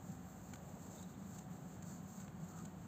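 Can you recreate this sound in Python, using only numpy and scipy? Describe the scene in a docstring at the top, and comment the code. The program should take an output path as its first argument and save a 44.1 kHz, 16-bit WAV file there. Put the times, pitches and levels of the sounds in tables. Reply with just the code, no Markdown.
"""Juggling snowballs in a winter park

Someone juggles two snowballs in a quiet park, a few metres from the microphone.
Jacket sleeves swish: dense random slips of cloth swell and fade with the arm movements.
Snow crunches softly in bare hands: short bursts of ice grains, with a ringing cupped palm.
Behind are distant birds (blurred gliding tones), a noise wash of far traffic with a narrow
throbbing drone, and a faint hum of wavering tones."""
import sys
import numpy as np
from scipy import signal
from scipy.fft import rfft, irfft, next_fast_len
from scipy.io import wavfile

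SR = 44100
rng = np.random.default_rng(int(sys.argv[2]) if len(sys.argv) > 2 else 0)


def generate_wav(signal):
    """Clip the signal to [-1, 1] and save it as 16-bit WAV at the path in sys.argv[1]."""
    frames = np.transpose(np.atleast_2d(signal))
    scaled = np.clip(frames, -1, 1) * 32767
    pcm = np.round(scaled).astype(np.int16)
    wavfile.write(sys.argv[1], SR, pcm)


N = 126567
TIME = np.arange(N) / SR
HZ = np.fft.rfftfreq(2 * next_fast_len(N // 2 + 1), 1 / SR)


def amp(db):
    """Decibels to gain."""
    return 10 ** (np.asarray(db) / 20)


def unit(x):
    """Scales to an rms of one."""
    return x / np.sqrt(np.mean(x ** 2) + 1e-20)


def spectrum(points):
    """Gains at all frequencies from (freq_hz, level_db) points, joined on a log frequency axis."""
    hz, db = np.transpose(points)
    return amp(np.interp(np.log(HZ + 1), np.log(hz + 1), db))


def level(points):
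    """Gains at all times from (time_s, level_db) points."""
    return amp(np.interp(TIME, *np.transpose(points)))


def shaped(x, gains):
    """Filters x by a gain for each frequency."""
    return irfft(rfft(x, 2 * (len(HZ) - 1)) * gains)[:N]


def drift(hz):
    """Random motion with an rms of one, mostly slower than the given rate."""
    return unit(shaped(rng.standard_normal(N), np.exp(-(HZ / hz) ** 2)))


def grains(per_s, spread_db):
    """Tiny clicks of uneven size at random moments."""
    size = amp(spread_db * np.minimum(rng.exponential(1, N), 4))
    sign = rng.choice([-1, 1], N)
    present = rng.random(N) < per_s / SR
    return size * sign * present


# Arm movements that rub the jacket, a few metres away:
# peak_s, rise_s, fall_s, level_db, sheen_db (extra level of the top treble)
ARM_STROKES = [(.105, 0.088, 0.07, -64.5, 4), (.305, 0.064, 0.11, -67, 6), (.51, 0.078, 0.075, -64.5, 3.5),
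               (.68, 0.091, 0.17, -67.5, 5.5), (.838, 0.035, 0.067, -61, 1.5),
               (.965, 0.057, 0.074, -60, 1.5), (1.10, 0.018, 0.032, -65.5, 3),
               (1.22, 0.046, 0.04, -67.5, 0), (1.285, 0.028, .03, -66, 7.5), (1.345, 0.029, 0.062, -60, 1),
               (1.53, 0.025, 0.09, -66, 4), (1.72, 0.055, 0.066, -65.5, 1.5),
               (1.908, 0.049, 0.062, -58, 0.5), (2.115, 0.053, 0.07, -63.5, 5),
               (2.19, 0.058, 0.06, -60.5, -0.5), (2.44, 0.041, .04, -67, 3), (2.505, 0.03, 0.032, -63.5, 3),
               (2.58, 0.04, 0.078, -61.5, 0), (2.845, 0.06, 0.05, -69, 0)]
# Tone of rubbing cloth: freq_hz, level_db (relative)
CLOTH_TONE = [(200, 4.5), (700, 10.5), (1500, 6), (2500, -11.5), (4500, 3.5), (7000, 3.5), (12000, 3),
              (16000, 5)]
CLOTH_GRAINS_PER_S, CLOTH_SPREAD_DB = 9000, 0.5
FLUTTER_DB, FLUTTER_HZ = 1.03, 49
SHEEN_HZ = 9700  # the sheen lies above this


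def sleeves():
    """Dense slips of cloth swell and fade with each arm movement; some have more sheen."""
    slips = unit(shaped(grains(CLOTH_GRAINS_PER_S, CLOTH_SPREAD_DB), spectrum(CLOTH_TONE)))
    sheen = shaped(slips, 1 - 1 / (1 + (HZ / SHEEN_HZ) ** 10))
    body = slips - sheen
    body_power, sheen_power = 0, 0
    for peak_s, rise_s, fall_s, level_db, sheen_db in ARM_STROKES:
        width_s = np.where(TIME < peak_s, rise_s, fall_s)
        stroke_power = amp(level_db) ** 2 * np.exp(-((TIME - peak_s) / width_s) ** 2)
        body_power = body_power + stroke_power
        sheen_power = sheen_power + stroke_power * amp(sheen_db) ** 2
    rub = body * np.sqrt(body_power) + sheen * np.sqrt(sheen_power)
    return rub * amp(FLUTTER_DB * drift(FLUTTER_HZ))


# Snow crushed in the bare hand: start_s, length_s, level_db,
# tilt_db (per octave, well above the knee), knock_db (of the palm), low_edge_hz
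CRUNCH_EVENTS = [(0.5345, 0.0058, -53.5, -6, -52, 800), (0.545, 0.0037, -64, -1, -66, 1000),
                 (0.557, 0.0013, -54.5, -6.5, -60, 700), (1.026, 0.0043, -56, -2.5, -68, 2300),
                 (1.385, 0.0087, -56, -2, -69, 1400), (1.823, 0.0077, -59, -2, -68, 900),
                 (2.2, 0.0047, -60, -1, -58, 1100), (2.218, 0.004, -65, -7, -69, 1100),
                 (2.279, 0.0031, -60.5, -14, -62, 1600), (2.587, 0.003, -58.5, -16, -73, 7000),
                 (2.6504, 0.0082, -58, -1.5, -60, 1200)]
# Modes of the cupped hand: pitch_hz, level_db (relative to the knock), t60_s
PALM_MODES = [(800, 1, 0.028), (1485, 3.5, 0.038), (2280, -8, .02)]
CRUNCH_ATTACK_S, CRUNCH_RELEASE_S, CRUNCH_KNEE_HZ = 0.0011, 0.0024, 1070
SNOW_GRAINS_PER_S, SNOW_SPREAD_DB = 13000, 1


def snow():
    """Each crunch breaks a short burst of ice grains and rings the decaying modes of the cupped palm."""
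    out = np.zeros(N)
    ice = grains(SNOW_GRAINS_PER_S, SNOW_SPREAD_DB)
    for start_s, length_s, level_db, tilt_db, knock_db, low_edge_hz in CRUNCH_EVENTS:
        age = np.clip(TIME - start_s, 0, .2)
        tilt = amp(tilt_db * np.log2(1 + HZ / CRUNCH_KNEE_HZ))
        low_cut = (HZ ** 2 / (HZ ** 2 + low_edge_hz ** 2)) ** 2
        attack = np.minimum(age / CRUNCH_ATTACK_S, 1)
        press = attack * np.exp(-np.clip((age - length_s) / CRUNCH_RELEASE_S, 0, 20))
        burst = unit(shaped(press * ice, tilt * low_cut))
        # the rms of the press makes the level that of the burst itself, not of the whole scene
        out += amp(level_db) * burst * np.sqrt(np.mean(press ** 2))
        for pitch_hz, mode_db, t60_s in PALM_MODES:
            decay = np.exp(-np.log(1000) * age / t60_s)
            ring = decay * np.sin(2 * np.pi * pitch_hz * age)
            out += attack * amp(knock_db + mode_db) * ring
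    return out


def blurred(hz, rough, blur_hz):
    """A gliding tone, partly smeared into narrow noise."""
    turn = 2 * np.pi * np.cumsum(hz) / SR
    rough = np.clip(rough, 0, 1)
    in_phase = (1 - rough + rough * drift(blur_hz)) * np.sin(turn)
    quadrature = rough * drift(blur_hz) * np.cos(turn)
    return unit(in_phase + quadrature)


# Chirps of a small distant bird: start_s, length_s, top_pitch_hz,
# arch (share of the pitch that rises and falls), level_db, roughness (0-1)
CHIRPS = [(0.976, 0.0275, 3880, 0.14, -65.5, 0.75), (1.021, 0.0296, 3880, 0.1, -67.5, 0.85),
          (1.082, .03, 3900, .14, -74, .9), (1.138, 0.02, 3780, .1, -74.5, .8),
          (1.24, .025, 4020, 0.1, -75.5, .8)]
# Hoarse cry of a far bird: time_s, pitch_hz, level_db
FAR_CRY = [(2.48, 1254, -76), (2.516, 1299, -66), (2.555, 1304, -65), (2.59, 1263, -61), (2.622, 1215, -64),
           (2.65, 1180, -85)]
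CHIRP_BLUR_HZ = 300
CRY_ROUGHNESS, CRY_BLUR_HZ = .45, 220


def birds():
    """A fading run of thin arched chirps and one hoarse cry that ends falling, blurred by distance."""
    when, pitch, loudness_db = np.transpose(FAR_CRY)
    # silent before and after the cry
    cry_gain = amp(np.interp(TIME, when, loudness_db, -np.inf, -np.inf))
    out = cry_gain * blurred(np.interp(TIME, when, pitch), CRY_ROUGHNESS, CRY_BLUR_HZ)
    for start_s, length_s, top_hz, arch, level_db, roughness in CHIRPS:
        bow = np.sin(np.pi * np.clip((TIME - start_s) / length_s, 0, 1))
        chirp = blurred(top_hz * (1 - arch + arch * bow), roughness, CHIRP_BLUR_HZ)
        out += amp(level_db) * np.sqrt(abs(bow)) * chirp
    return out


# Tone of far traffic and still air: freq_hz, level_db (relative)
AIR_TONE = [(20, -67), (32, -31.5), (48, -20.5), (62, -7), (105, -5.5), (140, -2), (220, -5.5),
            (290, -11.5), (460, -17.5), (720, -16.5), (1000, -21), (1500, -24.5), (2200, -33), (4000, -38),
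            (7000, -43.5), (15500, -34)]
# Gain of the middle of the traffic noise: time_s, level_db
MIDDLE_SWELL = [(0, -.5), (.45, -1), (.6, 3.5), (.97, 2.5), (1.12, -0.5), (1.48, 0.5), (1.65, 0.5),
                (1.85, -1), (2.87, 0)]
# Level of the drone: time_s, level_db
DRONE_LEVEL = [(0, -58), (.09, -50.5), (.22, -63), (.6, -58), (1.1, -54), (1.25, -53.5), (1.5, -53.5),
               (1.66, -51), (1.75, -60.5), (1.83, -50), (2.0, -51), (2.45, -50), (2.54, -58), (2.65, -50.5),
               (2.87, -54.5)]
AIR_DB = -54
MIDDLE_HZ, MIDDLE_OCTAVES = 580, 0.74
DRONE_HZ, DRONE_WIDTH_HZ = 179.56, 31.2


def traffic():
    """A dull noise wash whose middle swells a little, with a throbbing drone of narrow noise."""
    wash = amp(AIR_DB) * unit(shaped(rng.standard_normal(N), spectrum(AIR_TONE)))
    octaves_away = np.log2((HZ + 1) / MIDDLE_HZ)
    middle = shaped(wash, np.exp(-(octaves_away / MIDDLE_OCTAVES) ** 2))
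    turn = 2 * np.pi * DRONE_HZ * TIME
    drone = unit(drift(DRONE_WIDTH_HZ) * np.cos(turn) + drift(DRONE_WIDTH_HZ) * np.sin(turn))
    return wash + middle * (level(MIDDLE_SWELL) - 1) + level(DRONE_LEVEL) * drone


# Hum of far machinery: start_hz, end_hz, start_db, end_db
HUM_TONES = [(99.1, 99.6, -64.5, -65.5), (251.3, 250, -64, -70.5), (754.6, 744, -71.5, -70.5),
             (799, 880, -72, -91), (1196, 1196, -80.5, -88)]


def hum():
    """Faint tones of far machinery, wavering in pitch and level, glide slowly and change in strength."""
    out, progress = 0, TIME / TIME[-1]
    for start_hz, end_hz, start_db, end_db in HUM_TONES:
        glide = start_hz + (end_hz - start_hz) * progress
        pitch = glide * (1 + 0.00391 * drift(5.83))
        swell = amp(start_db + (end_db - start_db) * progress)
        tone = np.sin(2 * np.pi * np.cumsum(pitch) / SR)
        out += swell * unit(tone * amp(2.8 * drift(3.0)))
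    return out


def scene():
    """All sources in the open air, without echo over the snow."""
    return (sleeves() + snow() + birds() + traffic() + hum())[None]


# Stepped treble colour of the whole sound, corner frequencies: freq_hz
COLOUR_FREQ_HZ = [0, 4650, 4800, 6000, 6180, 7550, 7750, 8450, 8650, 11500, 11700, 12850, 13100, 15500]
# Gain at those frequencies: level_db
COLOUR_LEVEL_DB = [-0.5, -2, -7.5, -4, 5.5, 10.5, 6, -1.5, -17, -24.5, -9, -13, -5, -7.5]
EDGE_HZ = 15550  # upper band limit


def record(dry):
    """Uneven, stepped treble with dull bands, then a steep low-pass."""
    coloured = shaped(dry[0], amp(np.interp(HZ, COLOUR_FREQ_HZ, COLOUR_LEVEL_DB)))
    edge = signal.firwin(1023, EDGE_HZ, window=("kaiser", 9), fs=SR)
    return signal.oaconvolve(coloured, edge, "same")[None]


dry = scene()
out = record(dry)
generate_wav(out)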